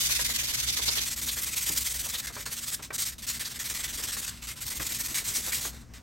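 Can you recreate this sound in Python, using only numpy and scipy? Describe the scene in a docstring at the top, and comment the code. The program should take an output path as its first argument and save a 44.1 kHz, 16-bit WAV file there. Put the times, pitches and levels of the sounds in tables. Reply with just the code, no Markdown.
"""In a garage, a fan drones while a hand scrubs a steel shaft with sandpaper, about twenty short strokes
a second, then slows and stops. Sliding friction makes each stroke a swarm of tiny grit impacts, which
drive the steel's resonances. Now and then the hand jolts the shaft, and its heavily damped modes answer
with a brief dull ring. The sound is wide for about a second, then lies near the centre."""
import sys
import numpy as np
from scipy import signal
from scipy.fft import rfft, irfft, next_fast_len
from scipy.io import wavfile

SR = 44100
rng = np.random.default_rng(int(sys.argv[2]) if len(sys.argv) > 2 else 0)


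def bounce(signal):
    """Save signal as a 16-bit WAV file at the path given by the first command-line argument."""
    frames = np.transpose(np.atleast_2d(signal))
    limited = np.clip(frames, -1, 1)
    pcm = np.round(limited * 32767).astype(np.int16)
    wavfile.write(sys.argv[1], SR, pcm)


N = 265746
TIME = np.arange(N) / SR


def gain_of(db):
    """Amplitude ratio: a factor of ten for every 20 dB."""
    return 10 ** (np.asarray(db) / 20)


def unit_rms(x):
    """Normalisation to a mean power of 1."""
    return x / np.sqrt(np.mean(x ** 2) + 1e-20)


def at_hz(points, hz):
    """Linear interpolation of a table over log frequency."""
    f, value = np.transpose(points)
    return np.interp(np.log(hz + 1), np.log(f), value)


def envelope(curve):
    """Amplitude envelope: a level curve interpolated in dB, as a gain for every sample."""
    return gain_of(np.interp(TIME, *np.transpose(curve)))


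def add(mix, s, sound):
    """Superposition: a two-channel sound joins the mix at s seconds."""
    start = round(s * SR)
    sound = sound[:, max(-start, 0):]
    part = mix[:, max(start, 0):][:, :sound.shape[1]]
    part += sound[:, :part.shape[1]]


def coloured(x, spectrum):
    """Spectral shaping: x is filtered by a table of levels and scaled to rms 1."""
    size = x.shape[-1]
    fast = next_fast_len(size)
    response = gain_of(at_hz(spectrum, np.fft.rfftfreq(fast, 1 / SR)))
    return unit_rms(irfft(rfft(x, fast) * response, fast)[..., :size])


def wander(axis, step, count=2048):
    """Random modulation: straight lines between Gaussian values one step apart."""
    return np.interp(axis / step, np.arange(count), rng.standard_normal(count))


def resonate(x, hz, width_hz):
    """Resonance of gain 1 by heterodyning: shift hz down to zero, smooth, and shift back."""
    carrier = np.exp(2j * np.pi * np.cumsum(hz * np.ones(x.shape[-1])) / SR)
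    pole = np.exp(-np.pi * width_hz / SR)
    return 2 * (carrier * signal.lfilter([1 - pole], [1, -pole], x / carrier)).real


# The garage's decay. Each row: frequency in Hz, reverberation time in seconds.
GARAGE_T60 = [(500, .27), (6000, .18)]

def garage(x, wet_db=-12.5, first_s=0.0047):
    """Reverberation: sparse reflections, different on each side; clutter absorbs the treble first."""
    t = np.arange(SR // 2) / SR
    taps = rng.choice([-1., 1.], (2, len(t))) * (rng.random((2, len(t))) < 1 / 10) * (t > first_s)
    hz, age, spectra = signal.stft(taps, SR, nperseg=256)
    decay = gain_of(-60 * age / at_hz(GARAGE_T60, hz)[:, None])
    tail = signal.istft(spectra * decay, SR, nperseg=256)[1]
    return x + gain_of(wet_db) * signal.oaconvolve(x, tail / np.linalg.norm(tail[0]), axes=1)[:, :N]


# Likeness of the two sides, wide and narrow. Each row: frequency in Hz, correlation from -1 to 1.
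WIDE_LIKENESS = [(70, .94), (350, .1), (1000, 0), (3800, -.12), (6000, .05), (9200, .05), (10000, .95),
                 (16000, .95)]
NARROW_LIKENESS = [(70, .98), (350, .72), (800, .58), (1600, .76), (2600, .95), (3700, .97), (5000, .999),
                   (8400, .999), (9200, .75), (10000, .98), (16000, .98)]
# Balance, wide and narrow. Each row: frequency in Hz, left minus right in dB.
WIDE_BALANCE = [(100, -3.5), (300, 1), (800, 4), (1600, 2), (2200, -3.5), (4200, -2), (5000, -1.5),
                (6400, 1.5), (7200, 1.5), (9200, 0), (11000, -0.5)]
NARROW_BALANCE = [(60, .3), (270, 2.6), (600, .5), (1100, -1.2), (2000, -.4), (2600, 0)]
# Phase in the top octave. Each row: frequency in Hz, lead of the right side in half turns.
RIGHT_LEAD = [(8750, 0), (9750, 1), (10450, 1), (11700, 2), (12550, 2), (13500, 3), (14200, 3), (15150, 4)]
NARROWS_AT_S = 1.06

def stereo_image(pair):
    """Interaural coherence sets width: mid and side are mixed wide at first, then near the centre."""
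    hz, t, (shared, apart) = signal.stft(pair, SR, nperseg=1024)
    hz, wide = hz[:, None], t < NARROWS_AT_S
    alike = np.clip(np.where(wide, at_hz(WIDE_LIKENESS, hz), at_hz(NARROW_LIKENESS, hz)), -1, 1)
    balance = gain_of(np.where(wide, at_hz(WIDE_BALANCE, hz), at_hz(NARROW_BALANCE, hz)) / 2)
    mid, side = shared * np.sqrt((1 + alike) / 2), apart * np.sqrt((1 - alike) / 2)
    lead = np.exp(1j * np.pi * np.interp(hz, *np.transpose(RIGHT_LEAD)))
    left, right = (mid + side) * balance, (mid - side) * lead / balance
    return signal.istft(np.array([left, right]), SR, nperseg=1024)[1][:, :N]


# The fan's tones. Each row: frequency in Hz, width in Hz, relative level in dB.
FAN_TONES = [(60, 24, 4), (122.6, 17, -3.5), (236.7, 11, -6.5)]
# Their joint envelope. Each row: time in seconds, relative level in dB.
FAN_LEVEL = [(0.0, -47.5), (0.7, -47.5), (1.4, -52.5), (1.9, -50.5), (2.6, -56), (4.6, -53.5), (5.3, -50.5),
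             (6.03, -50.5)]
# The rush of air. Each row: frequency in Hz, relative spectral level in dB.
AIR_SPECTRUM = [(20, -41), (40, 3.5), (60, -6), (90, 1.5), (160, -3.5), (260, -6.5), (400, -19.5),
                (800, -23.5), (2000, -38), (6000, -26.5), (16000, -42)]

def fan(tones_db=-3, air_db=-53, steady=0.58):
    """Line broadening: low tones waver in amplitude and phase over a soft rush of air."""
    tones = 0
    for hz, width, db in FAN_TONES:
        sway = wander(TIME, 1 / width) + 1j * wander(TIME, 1 / width)
        tones += gain_of(db) * unit_rms(((steady + sway) * np.exp(2j * np.pi * hz * TIME)).real)
    air = coloured(rng.standard_normal((2, N)), AIR_SPECTRUM)
    return gain_of(tones_db) * envelope(FAN_LEVEL) * tones + gain_of(air_db) * air


# The low rubbing. Each row: frequency in Hz, relative spectral level in dB.
RUB_SPECTRUM = [(60, 0), (150, -3), (280, 0), (450, -6.5), (750, -9), (1200, -10), (2000, -10.5),
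                (5000, -31)]
# The hand's weight on the shaft. Each row: time in seconds, relative rubbing level in dB.
HAND_WEIGHT = [(0.0, -48), (0.97, -50), (1.1, -54), (2.35, -57.5), (3.1, -61), (4.03, -48), (4.4, -62.5),
               (4.82, -51), (5.7, -48), (5.82, -56)]

def rubbing(level_db=-3, lumpy_db=3, lump_s=.018):
    """Friction noise: hand and paper drag over the shaft with a low, lumpy sound."""
    lumps = unit_rms(gain_of(lumpy_db * wander(TIME, lump_s)))
    friction = coloured(rng.standard_normal((2, N)), RUB_SPECTRUM)
    return gain_of(level_db) * envelope(HAND_WEIGHT) * lumps * friction


# Bumps of the hand on the heavy part. Each row: start in seconds, relative level in dB.
HAND_BUMPS = [(0.217, -40), (0.991, -38.5), (1.215, -40), (1.697, -35.5), (1.78, -50), (4.797, -33.5),
              (4.903, -37), (5.11, -40), (5.656, -47)]
# Their dull colour. Each row: frequency in Hz, relative spectral level in dB.
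BUMP_SPECTRUM = [(60, -7), (160, 4.5), (250, -7.5), (305, 8.5), (400, -10.5), (700, -23), (3000, -41)]

def bumps(level_db=-2, t60=0.11, rise_s=0.0009, size=8192):
    """Soft impact: a cushioned contact gives mostly low frequencies, a knock with no ring."""
    t, out = np.arange(size) / SR, np.zeros((2, N))
    for s, db in HAND_BUMPS:
        swell = (1 - np.exp(-t / rise_s)) * gain_of(db + level_db - 60 * t / t60)
        add(out, s, swell * coloured(rng.standard_normal((2, size)), BUMP_SPECTRUM))
    return out


# The shaft's modes. Each row: frequency in Hz, relative level in dB, time to fall 60 dB in seconds.
SHAFT_MODES = [(640, -20, .03), (1190, -11, .04), (1690, -3, .025), (1880, 0, .03), (2300, -4, .02),
               (2640, -10, .02), (3300, -12, .02)]

def shaft(force):
    """Modal response: the force is convolved with the steel's modes, damped by the hand around it."""
    t = np.arange(SR // 5) / SR
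    ring = sum(gain_of(db - 60 * t / t60) * np.sin(2 * np.pi * hz * t) for hz, db, t60 in SHAFT_MODES)
    return signal.oaconvolve(force, ring[None] / np.linalg.norm(ring), axes=1)[:, :N]


def nudges(delay_s=0.014, thud_db=-18.5, ring_db=-11.5, spread_db=2):
    """Periodic forcing: a light jolt follows the start of every push, in rows like HARD_JOLTS."""
    pushes = [(s, db + spread_db * rng.standard_normal())
              for s, _, db, _, _, is_push in scrub_strokes() if is_push]
    return [(s + delay_s, db + thud_db, db + ring_db) for s, db in pushes]


# Jolts of the hand on the shaft. Each row: start in seconds, relative thud and ring levels in dB.
HARD_JOLTS = [(0.095, -46, -28), (0.192, -33.5, -27), (0.292, -37.5, -30.5), (0.791, -34, -51),
              (0.879, -31, -38), (0.973, -40, -44), (1.368, -44, -33.5), (1.696, -39.5, -48),
              (2.057, -39, -44), (2.148, -44, -36), (2.3, -41.5, -53), (2.364, -34.5, -37),
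              (2.462, -38.5, -51), (2.792, -40, -51), (2.904, -34, -31), (3.99, -41, -43),
              (4.167, -49, -28.5), (4.797, -31, -30), (5.474, -36, -45), (5.649, -37, -32.5)]
# The padded thud. Each row: frequency in Hz, relative spectral level in dB.
THUD_SPECTRUM = [(80, -48), (250, -3.5), (500, 2.5), (750, -1), (1100, 2), (1600, -2), (3000, -11),
                 (8000, -24)]

def jolts(thud_db=-3, thud_t60=0.13, ring_db=-1, blow_t60=0.038, rise_s=0.0011, size=8192):
    """Impact excitation: each jolt is a padded thud and a short rough blow that rings the shaft."""
    t = np.arange(size) / SR
    thuds, blows = np.zeros((2, 2, N))
    rise = 1 - np.exp(-t / rise_s)
    for s, thud_level, ring_level in HARD_JOLTS + nudges():
        thud, blow = rng.standard_normal((2, 2, size))
        thud = coloured(thud, THUD_SPECTRUM)
        add(thuds, s, thud * rise * gain_of(thud_level + thud_db - 60 * t / thud_t60))
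        add(blows, s, blow * rise * gain_of(ring_level + ring_db - 60 * t / blow_t60))
    return thuds + shaft(blows)


# The steel's resonance as the grip shifts. Each row: time in seconds, drive gain in dB, pitch in Hz.
GRIP_RESONANCE = [(0, -5, 2060), (1.2, 0, 2040), (1.55, 5, 2080), (1.95, -9, 2000), (2.25, 7, 1720),
                  (2.7, -16, 1900), (3.1, -6, 2040), (3.45, 2.5, 1680), (3.75, 0, 1940), (4.25, -5, 1680),
                  (4.5, -5, 2070), (4.8, 3.5, 2120), (5.35, 0.5, 1830), (6, -38, 1950)]

def singing(grit, width_hz=200, upper_ratio=1.18, upper_db=-4, sway=0.042, sway_s=0.051):
    """Forced vibration: the grit drives two broad resonances of the held steel, whose pitch sways."""
    s, level_db, hz = np.transpose(GRIP_RESONANCE)
    pitch = np.interp(TIME, s, hz) * (1 + sway * wander(TIME, sway_s))
    drive = grit * gain_of(np.interp(TIME, s, level_db))
    upper = resonate(drive, pitch * upper_ratio, width_hz)
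    return resonate(drive, pitch, width_hz) + gain_of(upper_db) * upper


# Bites of the paper. Each row: time of the peak in seconds, level in dB, centre frequency in Hz.
PAPER_SNAGS = [(0.691, -28, 4160), (0.888, -23, 4300), (0.987, -28.5, 3450), (1.296, -30, 3760),
               (2.157, -34, 3530), (3.461, -34.5, 4570), (5.287, -30, 8240), (5.366, -30, 6900),
               (5.53, -34, 1980)]

def snags(sigma_s=0.0078, relative_width=0.55, size=2048):
    """Frictional chatter: the paper grabs for some milliseconds, a noise burst around one pitch."""
    t, out = (np.arange(size) - size / 2) / SR, np.zeros((2, N))
    bell_curve = np.exp(-(t / sigma_s) ** 2 / 2)
    for s, db, hz in PAPER_SNAGS:
        noise, width_hz = rng.standard_normal((2, size)), relative_width * hz
        chatter = resonate(resonate(noise, hz, width_hz), hz, width_hz)
        add(out, s + t[0], unit_rms(chatter) * gain_of(db) * bell_curve)
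    return out


def slips(size, per_s=120, slip_db=-9.5, t60=0.054):
    """Stick-slip: the paper catches and tears free at random, each time a jump in gain that decays."""
    kicks = np.minimum(rng.exponential(1, size), 3) * (rng.random(size) < per_s / SR)
    return 1 + gain_of(slip_db) * signal.lfilter([1], [1, -gain_of(-60 / (t60 * SR))], kicks)


# Grit on steel, and the colour added to it while the sound is wide.
# Each row: frequency in Hz, relative spectral level in dB.
GRIT_SPECTRUM = [(150, -29), (400, -18.5), (750, -16.5), (1100, -10.5), (1500, -8), (1950, -6), (2750, -5),
                 (3400, -2), (5000, -1.5), (6300, 0), (8300, 0.5), (11000, -0.4), (13500, -3.7),
                 (15800, -6.3)]
WIDE_COLOUR = [(300, -6), (750, -1), (2000, 2.5), (3100, 4), (6300, 3.5), (7800, -0.5), (12000, -0.5),
               (16000, -4.5)]

def stroke(length, level_db, swell_db, tilt, wide, grain_db=1.0, patchy_db=2.0, patch_hz=300,
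           breakaway=0.19, onset_s=0.0011, size=8192):
    """Abrasion: grit of all sizes scratches the steel, with an amplitude that follows sliding speed."""
    t, hz = np.arange(size) / SR, np.fft.rfftfreq(size, 1 / SR)
    grains = rng.standard_normal((2, size)) * gain_of(grain_db * np.minimum(rng.exponential(1, size), 6))
    colour_db = at_hz(GRIT_SPECTRUM, hz) + wide * at_hz(WIDE_COLOUR, hz)
    # every pass bends the paper differently, which moves its many small resonances
    colour_db += patchy_db * wander(hz + patch_hz * rng.random(), patch_hz)
    colour_db += tilt * np.log2(np.maximum(hz, 1000) / 1000)
    scratch = unit_rms(irfft(rfft(grains) * gain_of(colour_db)) * slips(size))
    travel = np.clip(t / max(length, .01), 0, 1)
    # the hand is already moving when the paper lets go, so the scratch starts abruptly
    speed = np.minimum(t / onset_s, 1) * np.sin(np.pi * (breakaway + (1 - breakaway) * travel))
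    return scratch * speed * gain_of(level_db + swell_db * (travel - .5))


# Spells of even scrubbing. Each row: start and end in seconds, approximate strokes per second, fraction
# by which a push outlasts the mean stroke, swell over a stroke in dB, treble tilt in dB per octave.
SCRUB_SPELLS = [(0.088, 0.85, 21, 0.17, 8.5, -0.63), (0.853, 1.149, 20, 0, 1, -0.7),
                (1.16, 1.652, 20.4, .06, 6, 0.5), (1.652, 2.211, 21.5, 0.08, 12, 0.27),
                (2.5, 2.756, 18.7, 0, 18.5, -0.05), (3.394, 3.786, 20.5, 0.02, 0.5, -.7),
                (3.78, 4.31, 20.7, 0, 1.5, -.6), (4.604, 5.079, 20.8, 0, 3, 0.56)]
# How hard the hand bears down. Each row: time in seconds, stroke level in dB.
HAND_PRESSURE = [(0.1, -24.5), (0.62, -28), (0.88, -26.5), (1.21, -30.5), (1.29, -27.5), (1.52, -31),
                 (1.68, -25.5), (2.18, -31), (2.62, -34), (2.70, -29.5), (3.44, -31), (3.55, -41),
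                 (3.62, -32), (3.80, -33.5), (4.15, -30.5), (4.29, -35), (5.0, -30.5)]

def scrub_strokes(trail_s=0.0031):
    """Reciprocating motion: pushes and pulls alternate; the flexing paper slides on after each turn."""
    strokes = []
    for start, end, per_s, push_longer, swell_db, tilt in SCRUB_SPELLS:
        k = np.arange(round((end - start) * per_s) + 1)
        turns = start + (end - start) * (k + push_longer * (k % 2)) / k[-1]
        for i, s, length in zip(k, turns, np.diff(turns)):
            level_db = np.interp(s + length / 2, *np.transpose(HAND_PRESSURE))
            strokes.append((s, length + trail_s, level_db, swell_db, tilt, i % 2 == 0))
    return strokes


# Uneven strokes, as the hand starts, falters and winds down.
# Each row: start in seconds, length in seconds, level in dB, swell from start to end in dB.
UNEVEN_STROKES = [(0.0, 0.11, -25, -3.5), (2.21, 0.057, -37, 27), (2.269, 0.069, -45, -36),
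                  (2.323, 0.058, -40, -6), (2.372, 0.08, -36.5, -6), (2.455, 0.069, -37.5, -15),
                  (2.759, 0.11, -53, -5), (2.823, 0.072, -44, -19.5), (2.927, 0.041, -29.5, 21),
                  (2.98, 0.071, -25.5, -1), (3.051, 0.066, -31, 5), (3.114, 0.035, -43.5, 10),
                  (3.181, 0.045, -44.5, -9), (3.22, 0.044, -36, -6), (3.266, 0.064, -29, 5),
                  (3.325, 0.069, -34.5, -6), (4.304, 0.19, -51.5, -22), (4.414, 0.054, -38.5, 24),
                  (4.47, 0.084, -38.5, -12.5), (4.556, 0.055, -41, 6), (5.081, 0.067, -33.5, 6),
                  (5.142, 0.13, -34.5, -20), (5.241, 0.098, -29.5, 7), (5.334, 0.092, -27.5, -5),
                  (5.418, 0.11, -31, 9), (5.52, 0.11, -30.5, -14), (5.608, 0.11, -32.5, -4),
                  (5.701, 0.16, -51, -5), (5.936, 0.09, -54, -26)]

def sanding(tilt_per_db=0.1651, middling_db=-31, max_pressure_tilt=0.56):
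    """Friction under load: the harder the hand presses a stroke, the brighter it is, up to a limit."""
    out = np.zeros((2, N))
    strokes = [row[:-1] for row in scrub_strokes()] + [(*row, 0) for row in UNEVEN_STROKES]
    for s, length, level_db, swell_db, tilt in strokes:
        tilt += min(tilt_per_db * (level_db - middling_db), max_pressure_tilt)
        level_db += rng.normal(0, 0.06)  # no two strokes are alike
        swell_db += rng.normal(0, 2.2)
        tilt += rng.normal(0, 0.19)
        add(out, s, stroke(length, level_db, swell_db, tilt, wide=s + length / 2 < NARROWS_AT_S))
    return out


def scene(singing_db=-3):
    """Superposition: the sounds of the work reverberate in the garage and add to the fan's drone."""
    grit = sanding()
    work = grit + gain_of(singing_db) * singing(grit) + snags() + jolts() + bumps() + rubbing()
    return stereo_image(garage(work) + fan())


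def record(dry):
    """Band limiting: a steep low-pass filter removes the highest treble."""
    low_pass = signal.firwin(511, 16080, window=("kaiser", 9), fs=SR)
    return signal.oaconvolve(dry, low_pass[None], "same")


dry = scene()
out = record(dry)
bounce(out)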